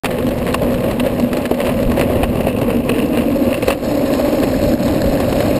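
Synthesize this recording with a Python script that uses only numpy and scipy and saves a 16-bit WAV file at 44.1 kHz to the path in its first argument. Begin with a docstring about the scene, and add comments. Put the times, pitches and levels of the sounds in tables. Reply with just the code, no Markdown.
"""A street luge rolls fast down rough asphalt, heard from a camera on the rider's helmet.
From the start, wind buffets the microphone, road vibration drones in the helmet shell and the mount
chatters and knocks; the camera's low-rate sample hold adds a glassy fizz. From about 2 s to 4 s a long
bend loads the mount, which rings more. By 3.5 s the rider lies back, and out of the bend a thin hiss
of air comes forward."""
import sys
import numpy as np
from scipy import signal
from scipy.fft import rfft, irfft
from scipy.io import wavfile
from scipy.ndimage import uniform_filter1d

SR = 44100
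rng = np.random.default_rng(int(sys.argv[2]) if len(sys.argv) > 2 else 0)


def dump_mix(stems):
    """Bounce the given channels to the path in sys.argv[1] as a 16-bit WAV at rate SR."""
    frames = np.atleast_2d(stems).T  # one column per channel
    limited = np.clip(frames, -1, 1)  # hard clip at full scale
    pcm = np.round(limited * 32767).astype(np.int16)
    wavfile.write(sys.argv[1], SR, pcm)


N = 246519
TIME = np.arange(N) / SR


def gain(db):
    return 10 ** (np.asarray(db) / 20)


def noise(size=N):
    return rng.standard_normal(size)


def curve(table):
    return np.interp(TIME, *np.transpose(table))


def unit_rms(x):
    return x / np.sqrt(np.mean(x ** 2) + 1e-20)


def steady(x, samples):
    """Divides by the running RMS: slow swells go, fast grain stays."""
    return x / np.sqrt(abs(uniform_filter1d(x ** 2, samples)) + 1e-12)


def unit_burst(x, samples=353):
    """Scales to the energy of 8 ms at unit level."""
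    return x * np.sqrt(samples / np.sum(x ** 2))


def add(mix, start_s, sound):
    part = mix[max(round(start_s * SR), 0):][:len(sound)]
    part += sound[:len(part)]


def colour(x, spectrum, size=4096):
    """Minimum-phase filter with the given spectrum."""
    hz, db = np.transpose(spectrum)
    log_hz = np.log(abs(np.fft.fftfreq(size, 1 / SR)) + 1)
    log_gain = np.log(gain(np.interp(log_hz, np.log(hz), db)))
    impulse = np.fft.ifft(np.exp(np.conj(signal.hilbert(log_gain)))).real
    return signal.oaconvolve(x, impulse[:size // 2])[:len(x)]


def resonate(x, hz, width_hz):
    """Steep-skirted resonance; hz may vary in time."""
    carrier = np.exp(2j * np.pi * np.cumsum(hz * np.ones(N)) / SR)
    pole = np.exp(-np.pi * width_hz / SR)
    return (carrier * signal.lfilter([(1 - pole) ** 2], [1, -2 * pole, pole * pole], x / carrier)).real


def flutter(rate_hz):
    """Low-passed random wander, unit RMS."""
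    hz = np.fft.rfftfreq(N, 1 / SR)
    return unit_rms(irfft(rfft(noise()) / (1 + (hz / rate_hz) ** 2), N))


def impulses(per_s):
    return rng.random(N) < per_s / SR


def scatter(spread_db):
    return gain(spread_db * np.clip(noise(), -2, 2))


def decay(hits, decay_s):
    return signal.lfilter([1], [1, -np.exp(-1 / (decay_s * SR))], hits)


def trapezoid(start_s, length_s, ramp_s):
    return np.clip(np.minimum(TIME - start_s, start_s + length_s - TIME) / ramp_s + .5, 0, 1)


# Rider's posture: t/s, recline (0 sitting, 1 lying)
RECLINE = [(0, 0), (2.4, 0.21), (3.5, 1), (3.8, 0.98), (3.92, 0.98), (5.59, 0.95)]


def posture(sitting_db, lying_db):
    """Gain that follows the rider's recline."""
    return gain(sitting_db + (lying_db - sitting_db) * curve(RECLINE))


def bend(db):
    """Gain that shifts by db through the long bend."""
    return gain(db * trapezoid(start_s=2.2, length_s=1.58, ramp_s=0.62))


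# Coarse asphalt: t/s, length/s, roar rise/dB, chatter rise/dB
PATCHES = [(0.103, 0.22, 1, 1), (0.458, 0.055, 3, 9.5), (0.586, 0.14, 4.5, -0.5), (0.805, .1, 4, 3.5),
           (1.041, 0.042, 6.5, 4), (1.323, 0.094, 2.5, 1.5), (1.589, 0.13, 3, 6.5), (1.78, 0.041, 4.5, 3),
           (1.969, 0.093, 4, 4.5), (2.086, 0.17, 4, 0.5), (2.476, 0.091, 2, 6.5), (2.67, 0.073, 4, 1.5),
           (2.878, .16, 1.5, 8), (3.137, 0.095, 1.5, 7.5), (3.493, 0.093, 2.5, 8), (3.623, 0.06, 0, 5.5),
           (3.68, 0.059, 1, 13), (4.054, 0.39, 2, 2), (5.154, 0.46, 0.5, 2.5)]
ROAR_RISE, CHATTER_RISE = 2, 3


def patches(column):
    """Gain as the wheels cross the coarse stretches."""
    return gain(sum(row[column] * trapezoid(row[0], row[1], ramp_s=0.022) for row in PATCHES))


# Lulls: t/s, length/s, level/dB
LULLS = [(0.545, 0.043, -3), (0.95, 0.029, -3), (1.285, .04, -2), (1.471, 0.025, -5.5), (2.24, 0.051, -3.5),
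         (2.515, 0.025, -7), (2.81, 0.032, -5), (3.073, 0.046, -2.5), (3.535, 0.061, -3),
         (3.738, .09, -5.5), (4.742, .05, -5)]


def lulls():
    """The level dips briefly."""
    return gain(sum(db * trapezoid(s, length_s, ramp_s=0.028) for s, length_s, db in LULLS))


# Helmet cavity and visor gap resonances: f/Hz, width/Hz, level/dB
AIR_MODES = [(555.4, 130, 18), (1630, 2000, -0.5), (2480, 160, -6.5), (4160, 910, 0), (5200, 320, -4.5)]
# Suit fold resonances: f/Hz, width/Hz, level/dB
SUIT_MODES = [(1650, 390, 2), (2000, 2300, -7.5), (2460, 330, -13), (4140, 1000, -2.5)]


def airstream(flicker_db=3, flick_db=-2):
    """Air howls in the helmet, whistles in the visor gaps and flicks the folds of the suit."""
    hiss = sum(gain(db) * unit_rms(resonate(noise(), hz, width)) for hz, width, db in AIR_MODES)
    flicks = impulses(per_s=75) * scatter(spread_db=3)
    suit = sum(gain(db) * unit_rms(resonate(flicks * noise(), hz, width)) for hz, width, db in SUIT_MODES)
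    air = hiss * gain(flicker_db * flutter(rate_hz=57)) + gain(flick_db) * suit
    return air * posture(sitting_db=-56.5, lying_db=-41.5) * bend(db=-7.5)  # visor turns out of the flow


# Sharp snap spectrum: f/Hz, level/dB
SNAP_SPECTRUM = [(300, 1), (1100, 2.5), (1900, -10), (3000, -8), (4200, -3), (5000, -13), (6000, -9.5)]


def pebbles():
    """Small stones under the wheels snap lightly at random."""
    hits = impulses(per_s=6) * scatter(spread_db=2)
    scrape = decay(hits, decay_s=0.0015) * noise()
    return unit_rms(colour(scrape, SNAP_SPECTRUM)) * posture(sitting_db=-46, lying_db=-45) * bend(db=-4)


# Eddy spectrum: f/Hz, level/dB
EDDY_SPECTRUM = [(10, -17), (25, -8.5), (50, -4), (90, -1.5), (130, -2.5), (165, -3.5), (210, -1.5),
                 (300, -24.5), (600, -19), (2000, -52)]
# Wind envelope: t/s, level/dB
WIND_LEVEL = [(0.04, -25.5), (0.3, -22), (.75, -20.5), (1.35, -24.5), (1.55, -29.5), (1.7, -21),
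              (2.35, -19), (3, -23.5), (4.35, -25.5), (4.57, -20), (5.59, -20)]
# Deep buffets: t/s, peak level/dB, half-width/s
GUSTS = [(1.87, -8, 0.03), (2.234, -9, 0.06), (2.393, -14, 0.017), (3.69, -11.5, 0.018),
         (4.68, -9.5, 0.025), (4.88, -20, .025), (5.084, -9, 0.04)]


def wind(flutter_db=0.3, eddy_db=-1, deep_db=-9):
    """Eddies flutter on the microphone; now and then a big one pushes on it."""
    eddies = colour(noise(), EDDY_SPECTRUM) * gain(flutter_db * flutter(rate_hz=24))
    buffet = steady(eddies, samples=5000) * gain(curve(WIND_LEVEL))
    deep = steady(resonate(noise(), hz=42, width_hz=60), samples=2500)
    pushes = sum(gain(db) * np.exp(-((TIME - s) / width_s) ** 2) for s, db, width_s in GUSTS)
    return gain(eddy_db) * buffet + gain(deep_db) * deep * pushes


# Wheel roar spectrum: f/Hz, level/dB
ROAR_SPECTRUM = [(150, -30), (330, -1.5), (420, -5), (490, -4.5), (545, -0.5), (610, -2), (690, -8.5),
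                 (780, -12.5), (840, -10), (920, -18.5), (1070, -12.5), (1300, -25), (2500, -25.5),
                 (6000, -47.5)]
# Hollow between helmet and shoulders, retuned as the head moves: t/s, f/Hz
HOLLOW_PITCH = [(0, 515), (1.4, 519), (2.1, 538), (2.6, 495), (3.0, 462), (3.25, 540), (3.55, 538),
                (4.1, 552), (5.59, 566)]


def wheel_roar(road, bump_db=2.5):
    """Wheels roar on the asphalt's grain; the hollow under the helmet resonates."""
    grain = noise((2, N)) * gain(bump_db * road)
    howl = unit_rms(resonate(grain[0], curve(HOLLOW_PITCH), width_hz=115))
    roar = unit_rms(colour(grain[1], ROAR_SPECTRUM))
    return steady(roar + howl, samples=2500) * posture(sitting_db=-22, lying_db=-20) * patches(ROAR_RISE)


# Helmet shell modes by name: f/Hz, width/Hz
SHELL_MODES = {"drone": (244.4, 29.6), "flex": (288.5, 60)}
# Drone envelope: t/s, level/dB
DRONE_LEVEL = [(0, -23), (.9, -20), (2, -18), (2.35, -19), (2.8, -16.5), (3.45, -13.5), (3.65, -23.5),
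               (3.95, -15.5), (5.59, -17.5)]
# Brief drone swells: t/s, rise/dB
SWELLS = [(.27, 9), (.69, 8), (1.02, 7), (1.229, 10), (1.93, 5.5), (2.79, 3.5), (4.44, 4), (4.73, 7.5),
          (4.91, 2)]


def shell_drone(road, bump_db=2.5, swell_s=0.034, trim_db=-2.5):
    """Road vibration rings the helmet shell; its upper mode grows as the rider leans back."""
    grain = noise((2, N)) * gain(bump_db * road)
    lower = unit_rms(resonate(grain[0], *SHELL_MODES["drone"]))
    upper = unit_rms(resonate(grain[1], *SHELL_MODES["flex"])) * posture(sitting_db=-11.5, lying_db=2.5)
    swell_db = sum(db * np.exp(-((TIME - s) / swell_s) ** 2) for s, db in SWELLS)
    envelope = gain(curve(DRONE_LEVEL) + swell_db + trim_db) * bend(db=0.5)
    return steady(lower + upper, samples=3500) * envelope


# Mount clack spectrum: f/Hz, level/dB
CLACK_SPECTRUM = [(200, -0.5), (600, -0.5), (1080, 4.5), (1400, -2.5), (1900, 3.5), (2270, 0), (2720, -2.5),
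                  (3100, -1), (3400, -7.5), (4300, -9), (5000, -17), (6000, -19.5)]


def mount(force):
    """The plastic mount clacks, and rings more under load in the bend."""
    clack = colour(force, CLACK_SPECTRUM)
    return clack + resonate(2 * clack * bend(db=8), hz=2700, width_hz=480)


def shaking(aftershake_db=2.5, aftershake_s=0.023):
    """The mount shakes harder on coarse asphalt and just after each knock."""
    after = sum((TIME > s) * np.exp(-abs(TIME - s) / aftershake_s) for s, *_ in KNOCKS)
    return posture(sitting_db=-36, lying_db=-37.5) * patches(CHATTER_RISE) * gain(aftershake_db * after)


def chatter(road, bounce_hz=50, jitter=0.17, grit_db=-6, tick_db=9, scrape_floor=0.22, bump_db=1):
    """The loose mount bounces and grit adds stray hits; each contact is a tick and a short scrape."""
    cycles = np.cumsum(bounce_hz * (1 + jitter * flutter(rate_hz=30))) / SR
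    bounces = np.diff(np.floor(cycles), prepend=0)
    grit = gain(grit_db) * impulses(per_s=150)
    blows = (bounces + grit) * scatter(spread_db=3)
    scrape = (scrape_floor + decay(blows, decay_s=0.002)) * noise()
    force = (gain(tick_db) * blows + scrape) * gain(bump_db * road)
    return steady(mount(force), samples=3000) * shaking()


# Shell thump spectrum: f/Hz, level/dB
THUMP_SPECTRUM = [(40, -21), (170, -15.5), (250, -4), (370, 6.5), (530, 7), (680, 2), (1000, -16),
                  (1500, -37), (6000, -68)]
# Knocks: t/s, clack level/dB, thump level/dB, snap share (0-1)
KNOCKS = [(0.045, -16.5, -22, 0.1), (0.057, -19, -19, 0), (0.1109, -25, -12, 0.1), (0.1861, -33, -19, 0.3),
          (0.2884, -29, -15, 1), (0.385, -31, -20, 1), (0.539, -22, -25, 0.4), (0.5434, -15.5, -22, 0.36),
          (0.706, -33, -17, 0.9), (0.742, -25, -16, 0.66), (0.912, -24, -16, 0.55), (0.998, -19.5, -29, 0),
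          (1.064, -28, -27, 0.2), (1.198, -24.5, -11.5, 0.6), (1.3309, -21.5, -16, 0.3),
          (1.37, -24.5, -35, 0.5), (1.4547, -21, -26, 0), (1.512, -26, -3, 0.1), (1.603, -29, -14, 0),
          (1.6665, -24.5, -11, 0), (1.691, -27, -10, 0), (1.8288, -31, -16, 1), (1.917, -23, -15, 0.34),
          (1.972, -26, -10, 0.1), (1.9954, -20, -10.5, 0.5), (2.012, -19, -20, 0), (2.098, -47, -10, 0.1),
          (2.157, -33, -14, 0), (2.2324, -20.5, -8.5, 0), (2.239, -33, -34, 0), (2.356, -30, -11, 0.4),
          (2.406, -27.5, -11.5, 0.46), (2.4683, -26, -6, 0), (2.5873, -30, -19, 1), (2.615, -25.5, -15, 0),
          (2.7033, -24.5, -18, 0.2), (2.8924, -22, -7.5, 0), (3.172, -31, -23, 0), (3.5422, -22, -26, 0),
          (3.6245, -23.5, -27, 0), (3.681, -18, -4, 0.73), (3.7042, -18, -10, 0), (4.1371, -23, -17, 0.3),
          (4.4356, -24, -12, 0.1), (4.638, -24.5, -34, 1), (4.88, -24, -32, .9), (5.04, -39, -13, 0.2),
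          (5.202, -23, -10, 0.6), (5.325, -25, -8.5, 0.7), (5.4044, -21, -9, 0.2), (5.508, -33, -10.5, 0)]


def knocks(clack_s=0.0075, thump_s=0.005, rise_s=0.00023, strike_db=13, clack_trim_db=1, thump_trim_db=-5):
    """Cracks and stones slam the mount: a plastic strike and scrape over a thump of the shell."""
    t = np.arange(3000) / SR
    blows, out = np.zeros(N), np.zeros(N)
    strike = gain(strike_db) * (t == 0)
    scrape_envelope = (1 - np.exp(-t / rise_s)) * np.exp(-t / clack_s)
    for s, *_ in KNOCKS:
        add(blows, s, strike + rng.choice([-1., 1.], len(t)) * scrape_envelope)
    dull, bright = mount(blows), colour(blows, SNAP_SPECTRUM)
    pad_damping = np.exp(-(t / (2 * clack_s)) ** 2)
    for s, clack_db, thump_db, snap in KNOCKS:
        span = slice(round(s * SR), round(s * SR) + len(t))
        clack = pad_damping * ((1 - snap) * dull[span] + snap * bright[span])
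        thump = colour(noise(len(t)) * np.exp(-t / thump_s), THUMP_SPECTRUM)
        add(out, s, gain(clack_db + clack_trim_db) * unit_burst(clack))
        add(out, s, gain(thump_db + thump_trim_db) * unit_burst(thump))
    return out


def scene():
    """All layers but the knocks dip together in the lulls."""
    road = flutter(rate_hz=12.4)  # asphalt roughness, common to shell, wheels and mount
    bed = wind() + shell_drone(road) + wheel_roar(road) + chatter(road) + pebbles() + airstream()
    return (lulls() * bed + knocks())[None]


def record(dry, start_s=0.036, guard_hz=5450, hold_hz=12000, cutoff_hz=15400):
    """The camera low-passes, holds each sample, mirroring the band around hold_hz, then low-passes again."""
    hz = np.fft.rfftfreq(N, 1 / SR)
    gated = np.clip(dry, -1, 1) * (TIME > start_s) * signal.windows.tukey(N, .001)
    band = rfft(gated) / np.sqrt(1 + (hz / guard_hz) ** 26)
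    # hold steps follow the slope, so treble is mirrored most
    steps = irfft(band * 1j * hz, N) * 2 * np.cos(2 * np.pi * hold_hz * TIME)
    mirror = rfft(steps) / (1j * np.maximum(hz, hold_hz / 2))
    held = irfft(band + mirror, N)
    lowpass = signal.firwin(401, cutoff_hz, window=("kaiser", 9), fs=SR)
    return signal.oaconvolve(held, lowpass[None], "same")


dry = scene()
out = record(dry)
dump_mix(out)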